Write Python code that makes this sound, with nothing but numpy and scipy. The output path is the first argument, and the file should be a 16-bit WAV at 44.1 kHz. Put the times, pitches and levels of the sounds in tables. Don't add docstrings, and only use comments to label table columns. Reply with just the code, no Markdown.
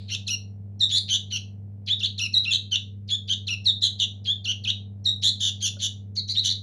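import sys
import numpy as np
from scipy import signal
from scipy.fft import rfft, irfft
from scipy.io import wavfile

SR = 44100
rng = np.random.default_rng(int(sys.argv[2]) if len(sys.argv) > 2 else 0)


def wav_record(signal):
    frames = np.transpose(np.atleast_2d(signal))
    bounded = np.clip(frames, -1, 1)
    quanta = np.round(bounded * 32767).astype(np.int16)
    wavfile.write(sys.argv[1], SR, quanta)


N = 291942
TIME = np.arange(N) / SR
ATTACK_S, RELEASE_S = .007, 0.0098

# start and length in seconds, nominal pitch in Hz, glide as a share of pitch,
# trill rate in Hz, nominal swing in Hz, trill build time and opening rasp in seconds,
# relative levels of call, octave and in-between tones in dB.
TRILL_CALLS = [(0.088, .072, 2894, 0.056, 77.8, 420, .065, 0.025, -28, -8, -13),
               (0.896, .096, 3636, .16, 94.1, 425.4, 0.063, 0.024, -23.5, -9, -19),
               (1.085, .084, 3168, .04, 101, 324, .06, .02, -22, -9.5, -20.5),
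               (1.31, 0.072, 2916, -.04, 69.7, 234, 0.053, .014, -27, -9.5, -16),
               (2.507, 0.059, 3427, 0.065, 98, 470, .025, 0.0033, -23, -11.5, -30),
               (2.718, .049, 3027, 0.021, 91.9, 336.5, .035, 0.0025, -21, -15.5, -24),
               (3.283, 0.061, 3168, .06, 100.2, 333, 0.052, .013, -23, -15.5, -22),
               (3.819, 0.06, 3506, -.06, 105.3, 328.5, 0.0069, 0.0027, -23, -10, -26),
               (3.996, 0.053, 3195, -.01, 98.9, 332, .005, .004, -22.5, -14, -56),
               (5.225, .076, 3577, 0.094, 106.5, 343, 0.0039, .011, -22, -7.5, -18.5),
               (5.403, 0.099, 3226, -0.047, 99.1, 316, .005, 0.0033, -26, -8, -14),
               (5.609, .08, 3134, -.06, 75.1, 387, 0.06, .016, -27, -2, -10),
               (5.795, .08, 3238, -.05, 110.2, 311.4, 0.0041, 0.028, -27.5, -3.5, -12.5),
               (6.161, 0.041, 4307, -0.079, 81, 260, .04, 0.0072, -26.5, -28, -21.5),
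               (6.284, 0.045, 4234, 0.072, 90.55, 375, 0.0028, .009, -28.5, -22, -16),
               (6.349, .055, 3764, 0.16, 91.4, 327, 0.055, 0.018, -23.5, -20.5, -26.5),
               (6.435, 0.054, 3252, -0.0096, 98.2, 353, 0.0042, 0.011, -26.5, -4.5, -10.5),
               (6.471, 0.061, 3763, .12, 93.5, 482, 0.0058, 0.015, -27.5, -26, -13.5)]
# start and length in seconds, nominal pitch in Hz, glide as a share of pitch,
# opening rasp in seconds, relative levels of call and octave in dB.
WHISTLE_CALLS = [(0.806, 0.049, 3690, .02, .003, -22, -12.5), (1.873, 0.064, 3330, .22, 0.024, -22, -24),
                 (2.338, 0.052, 3862, .06, 0.0027, -22, -17.5),
                 (3.089, 0.068, 3394, .05, 0.022, -25.5, -14.5),
                 (3.656, .051, 3773, -.1, 0.0042, -21.5, -18), (4.254, 0.075, 3320, .115, 0.02, -24, -24),
                 (5.055, 0.048, 3750, .02, 0.0036, -22.5, -13.5)]
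# start and length in seconds, opening, low and upper pitch in Hz,
# glide as a share of pitch, nominal closing swing in Hz, relative levels of call, low note, octave in dB.
SWOOP_CALLS = [(.274, .082, 4240, 2555, 2908, -.06, 34, -29, -1, -4.5),
               (2.001, 0.068, 3800, 2710, 3398, 0.02, 600, -25, -6, -18),
               (2.186, .087, 3990, 2568, 2930, -0.11, 92, -25.5, -1.5, -9.5),
               (2.444, 0.073, 4160, 2510, 2805, -.06, 20, -23.5, -4, -21.5),
               (3.476, .072, 4114, 2566, 2941, -0.1, 23, -24, -3.5, -14.5),
               (4.451, .076, 3574, 2743, 3012, -0.017, 240, -23, -5.5, -15.5),
               (4.645, 0.068, 3860, 2512, 3002, 0.072, 427, -22, -8, -20)]
# frequency in Hz, gain in dB.
BEAK_GAIN = [(1100, -15.5), (1500, -4.5), (2300, -2.5), (2700, -2.5), (3400, 2), (4150, 6), (5050, -6),
             (5700, 5), (7000, -0.5), (8300, -15), (10000, 3), (12500, -14.5), (15500, -25)]
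# frequency in Hz, relative level in dB.
THROAT_HISS = [(1200, -22), (2200, -9.5), (2750, -5.5), (4300, 7.5), (5000, -3.5), (5800, -17),
               (7200, -15.5), (8500, -21), (14000, -53)]
# frequency in Hz, gain in dB.
WALL_GAIN = [(1500, 1), (2600, 1.5), (3200, -2), (3800, 4.5), (4400, 1), (5100, -1), (6000, -2.5),
             (9000, 0.5), (14000, -4.5)]
# frequency in Hz, time to fall 60 dB in seconds.
ROOM_T60 = [(1500, 0.23), (3000, 0.26), (5000, 0.27), (8000, 0.22), (14000, 0.21)]
# frequency in Hz, level in dB.
MOTOR_TONES = [(99.95, -38), (199.9, -50.5), (240.2, -65), (441, -69.5)]
# centre and half width in seconds, depth in dB.
BUZZ_LULLS = [(2.778, 0.58, -19), (6.6, 0.4, -26)]
# frequency in Hz, relative spectral density in dB.
AIR_SPECTRUM = [(25, -9.5), (60, -7.5), (110, 6), (180, 3), (300, -8), (480, -12), (700, -25), (1100, -36),
                (2500, -41), (6000, -52.5), (15000, -54.5)]


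def fledglings(gain_db=-1.0):
    jitter, shimmer, waver = wander(hz=1000), wander(hz=268), wander(hz=125)
    noises = np.array([jitter, shimmer, waver, unit(shaped_noise(THROAT_HISS))])
    return undb(gain_db) * colour(whistles(noises) + swoops(noises) + trills(noises), BEAK_GAIN)


def syrinx(start_s, length_s, pitch_hz, swing_hz, trill_hz, rasp_s, db, octave_db, between_db, noises,
           sag=0.088, bloom_s=0.0068, last_crest_s=.008, wide_swing_hz=500, alternation=.25, cusp=0.22,
           rasp_tone_db=-4, rasp_hiss_db=-3, trill_hiss_db=-19, opening_db=-8, crest_db=2.0):
    t = call_clock(length_s)
    jitter, shimmer, waver, hiss = noises.take(int(start_s * SR) + np.arange(len(t)), axis=1, mode="wrap")
    opening = np.clip((t + ATTACK_S) / (2 * ATTACK_S), 0, 1)
    closing = np.clip((t - length_s + RELEASE_S) / (2 * RELEASE_S), 0, 1)
    pitch_hz = pitch_hz * (1 - sag * closing ** 2) * (1 + .01 * waver)
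    swing_hz = swing_hz * np.exp(.15 * waver)
    turn = 2 * np.pi * trill_hz * (t - length_s + last_crest_s) + .35 * waver
    offset_hz = swing_hz * (1 + alternation * np.cos(turn / 2)) * (np.cos(turn) + cusp * np.cos(2 * turn))
    hz = pitch_hz + offset_hz
    rasp_depth = min(rasp_s / bloom_s, 1)
    rasp = rasp_depth * np.exp(-(t / rasp_s) ** 4)
    strain = swing_hz / wide_swing_hz
    unrest = .005 + .015 * strain + 0.12 * rasp
    phase = 2 * np.pi * np.cumsum(hz * (1 + unrest * jitter)) / SR
    # multiple of the pitch, level in dB. Unequal alternate cycles give the half multiples.
    partials = [(2, octave_db), (.5, -24 + between_db / 5)]
    partials += [(3 + k, -13 + 1.35 * octave_db - 0.5 * k) for k in range(3)]
    partials += [(1.5 + k, between_db - 10 * np.sqrt(2 * k)) for k in range(4)]
    bloom = np.clip((t + ATTACK_S) / (bloom_s + rasp_s), 0, 1) * (1 - closing)
    tone = np.sin(phase)
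    for k, partial_db in partials:
        tone += undb(partial_db) * bloom ** abs(k - 1) * np.sin(k * phase) * (k * hz < SR / 2)
    breath = hiss * np.sqrt(bloom) * (undb(rasp_hiss_db) * rasp + undb(trill_hiss_db) * strain)
    voice = np.sqrt(2) * tone * undb(rasp_tone_db * rasp) + breath
    unlocked = rasp_depth * np.exp(-(np.maximum(t, 0) / (1.085 * rasp_s)) ** 4)
    arch_db = -5 * (t / length_s - 0.55) ** 2
    level_db = db + opening_db * unlocked + arch_db + crest_db * offset_hz / wide_swing_hz
    gate = (np.sin(np.pi / 2 * opening) * np.cos(np.pi / 2 * closing)) ** 2
    return start_s - ATTACK_S, voice * gate * undb(level_db) * np.exp(.18 * shimmer)


def trills(noises, drop=0.068, lead_db=-20):
    out = np.zeros(N)
    for (start_s, length_s, hz, share, trill_hz, full_swing_hz, build_s, rasp_s,
         db, octave_db, between_db) in TRILL_CALLS:
        t = call_clock(length_s)
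        pitch_hz = hz * glide(t, length_s, share) * scoop(t, drop)
        swing_hz = full_swing_hz * np.clip(t / build_s, 0, 1) ** 2
        add(out, *syrinx(start_s, length_s, pitch_hz, swing_hz, trill_hz, rasp_s,
                         db, octave_db, between_db, noises))
        add(out, *lead_in(start_s, hz, db + lead_db))
    return out


def whistles(noises, drop=0.14, waver_hz=49, end_swing_hz=70, lead_db=-22):
    out = np.zeros(N)
    for start_s, length_s, hz, share, rasp_s, db, octave_db in WHISTLE_CALLS:
        t = call_clock(length_s)
        pitch_hz = hz * glide(t, length_s, share) * scoop(t, drop)
        swing_hz = end_swing_hz * np.clip(t / length_s, 0, 1)
        between_db = -15 + 0.71 * octave_db
        add(out, *syrinx(start_s, length_s, pitch_hz, swing_hz, waver_hz, rasp_s,
                         db, octave_db, between_db, noises))
        add(out, *lead_in(start_s, hz, db + lead_db, ahead_s=.014))
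    return out


def swoops(noises, dive_s=.0085, step_s=.029, step_width_s=.004, trill_hz=77, rasp_s=0.0035,
           hoarse_db=4, lead_db=-8):
    out = np.zeros(N)
    for start_s, length_s, from_hz, low_hz, hz, share, end_swing_hz, db, low_db, octave_db in SWOOP_CALLS:
        t = call_clock(length_s)
        low = (1 - np.tanh((t - step_s) / step_width_s)) / 2
        after_step = np.clip((t - step_s) / (length_s - step_s), 0, 1)
        dive_hz = low_hz * scoop(t, from_hz / low_hz - 1, dive_s)
        pitch_hz = low * dive_hz + (1 - low) * hz * (1 + share * after_step)
        swing_hz = end_swing_hz * after_step ** 0.64
        between_db = -10 + 0.85 * octave_db + hoarse_db * low
        add(out, *syrinx(start_s, length_s, pitch_hz, swing_hz, trill_hz, rasp_s,
                         db + low_db * low, octave_db, between_db, noises))
        add(out, *lead_in(start_s, hz, db + low_db + lead_db))
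    return out


def lead_in(start_s, pitch_hz, db, ahead_s=0.01, length_s=.016, from_ratio=1.56, to_ratio=1.3):
    along = np.linspace(0, 1, int(length_s * SR))
    scratch = 0.19 * rng.standard_normal(SR // 10)[:len(along)]
    hz = pitch_hz * (from_ratio + (to_ratio - from_ratio) * along) * (1 + scratch)
    envelope = undb(db) * np.sin(np.pi * along ** 0.91) ** 2
    return start_s - ahead_s, envelope * np.sqrt(2) * np.sin(2 * np.pi * np.cumsum(hz) / SR)


def call_clock(length_s):
    return np.arange(-ATTACK_S, length_s + RELEASE_S, 1 / SR)


def glide(t, length_s, share):
    return 1 + share * (np.clip(t / length_s, .2, .9) - .55) / .7


def scoop(t, share, scoop_s=.0088):
    return 1 + share * np.exp(-(np.maximum(t, 0) / scoop_s) ** 2)


def perch(start_s=5.768, contact_s=0.00067):
    out, t = np.zeros(N), np.arange(SR // 4) / SR
    ring = sum(undb(db) * decay(t, t60_s) * np.sin(2 * np.pi * hz * t)
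               for hz, db, t60_s in [(565, -46, .13), (1450, -51, .06)])
    add(out, start_s, ring * (1 - np.exp(-t / contact_s)))
    return out


def room(x, early_db=-12, early_s=0.0077, tail_db=-10, build_s=0.006):
    t = np.arange(SR) / SR
    hz, frame_s, cells = signal.stft(shaped_noise(WALL_GAIN, SR), SR)
    cells = cells * decay(frame_s, on_log_axis(hz, ROOM_T60)[:, None])
    tail = signal.istft(cells, SR)[1][:SR] * (1 - np.exp(-t / build_s))
    early = np.zeros(SR)
    early[rng.integers(SR // 500, SR // 30, size=24)] = 1
    early *= np.exp(-t / early_s)
    response = undb(early_db) * early / np.linalg.norm(early) + undb(tail_db) * tail / np.linalg.norm(tail)
    return x + signal.fftconvolve(x, response)[:N]


def opening_ring(db=-53, t60_s=0.62):
    return undb(db) * unit(colour(shaped_noise(THROAT_HISS), WALL_GAIN)) * decay(TIME, t60_s)


def motor_hum(shaft_hz=20.2, throb=0.14, waver_db=0.73):
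    hum = sum(undb(db) * np.sqrt(2) * np.sin(2 * np.pi * (hz * TIME + rng.random()))
              for hz, db in MOTOR_TONES)
    return hum * (1 + throb * np.sin(2 * np.pi * shaft_hz * TIME)) * undb(waver_db * wander(hz=2.3))


def motor_buzz(db=-70.5, mains_hz=50, ring_hz=660, width_hz=260):
    ticks = np.diff(np.floor(mains_hz * TIME), prepend=0)
    b, a = signal.iirpeak(ring_hz, ring_hz / width_hz, fs=SR)
    buzz = signal.lfilter(b, a, signal.lfilter(b, a, ticks))
    lull_db = sum(depth_db * np.exp(-((TIME - at_s) / half_s) ** 2) for at_s, half_s, depth_db in BUZZ_LULLS)
    return undb(db + lull_db) * unit(buzz)


def room_air(db=-52.5):
    return undb(db) * unit(shaped_noise(AIR_SPECTRUM))


def undb(db):
    return 10 ** (np.asarray(db) / 20)


def unit(x):
    return x / np.sqrt(np.mean(x ** 2))


def decay(t, t60_s):
    return np.exp(-np.log(1000) * t / t60_s)


def on_log_axis(hz, points):
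    point_hz, value = np.transpose(points)
    return np.interp(np.log(np.maximum(hz, 1)), np.log(point_hz), value)


def colour(x, points):
    return irfft(rfft(x) * undb(on_log_axis(np.fft.rfftfreq(len(x), 1 / SR), points)), len(x))


def shaped_noise(points, samples=N):
    return colour(rng.standard_normal(samples), points)


def wander(hz):
    lowpass = np.exp(-(np.fft.rfftfreq(N, 1 / SR) / hz) ** 2)
    return unit(irfft(rfft(rng.standard_normal(N)) * lowpass, N))


def add(out, start_s, x):
    i = int(start_s * SR)
    out[i:i + len(x)] += x[:len(out) - i]


def scene():
    air = room_air()
    return (room(fledglings() + perch()) + opening_ring() + motor_hum() + motor_buzz() + air)[None]


def record(dry, top_hz=15650):
    return signal.sosfilt(signal.ellip(8, .2, 70, top_hz, fs=SR, output="sos"), dry)


dry = scene()
out = record(dry)
wav_record(out)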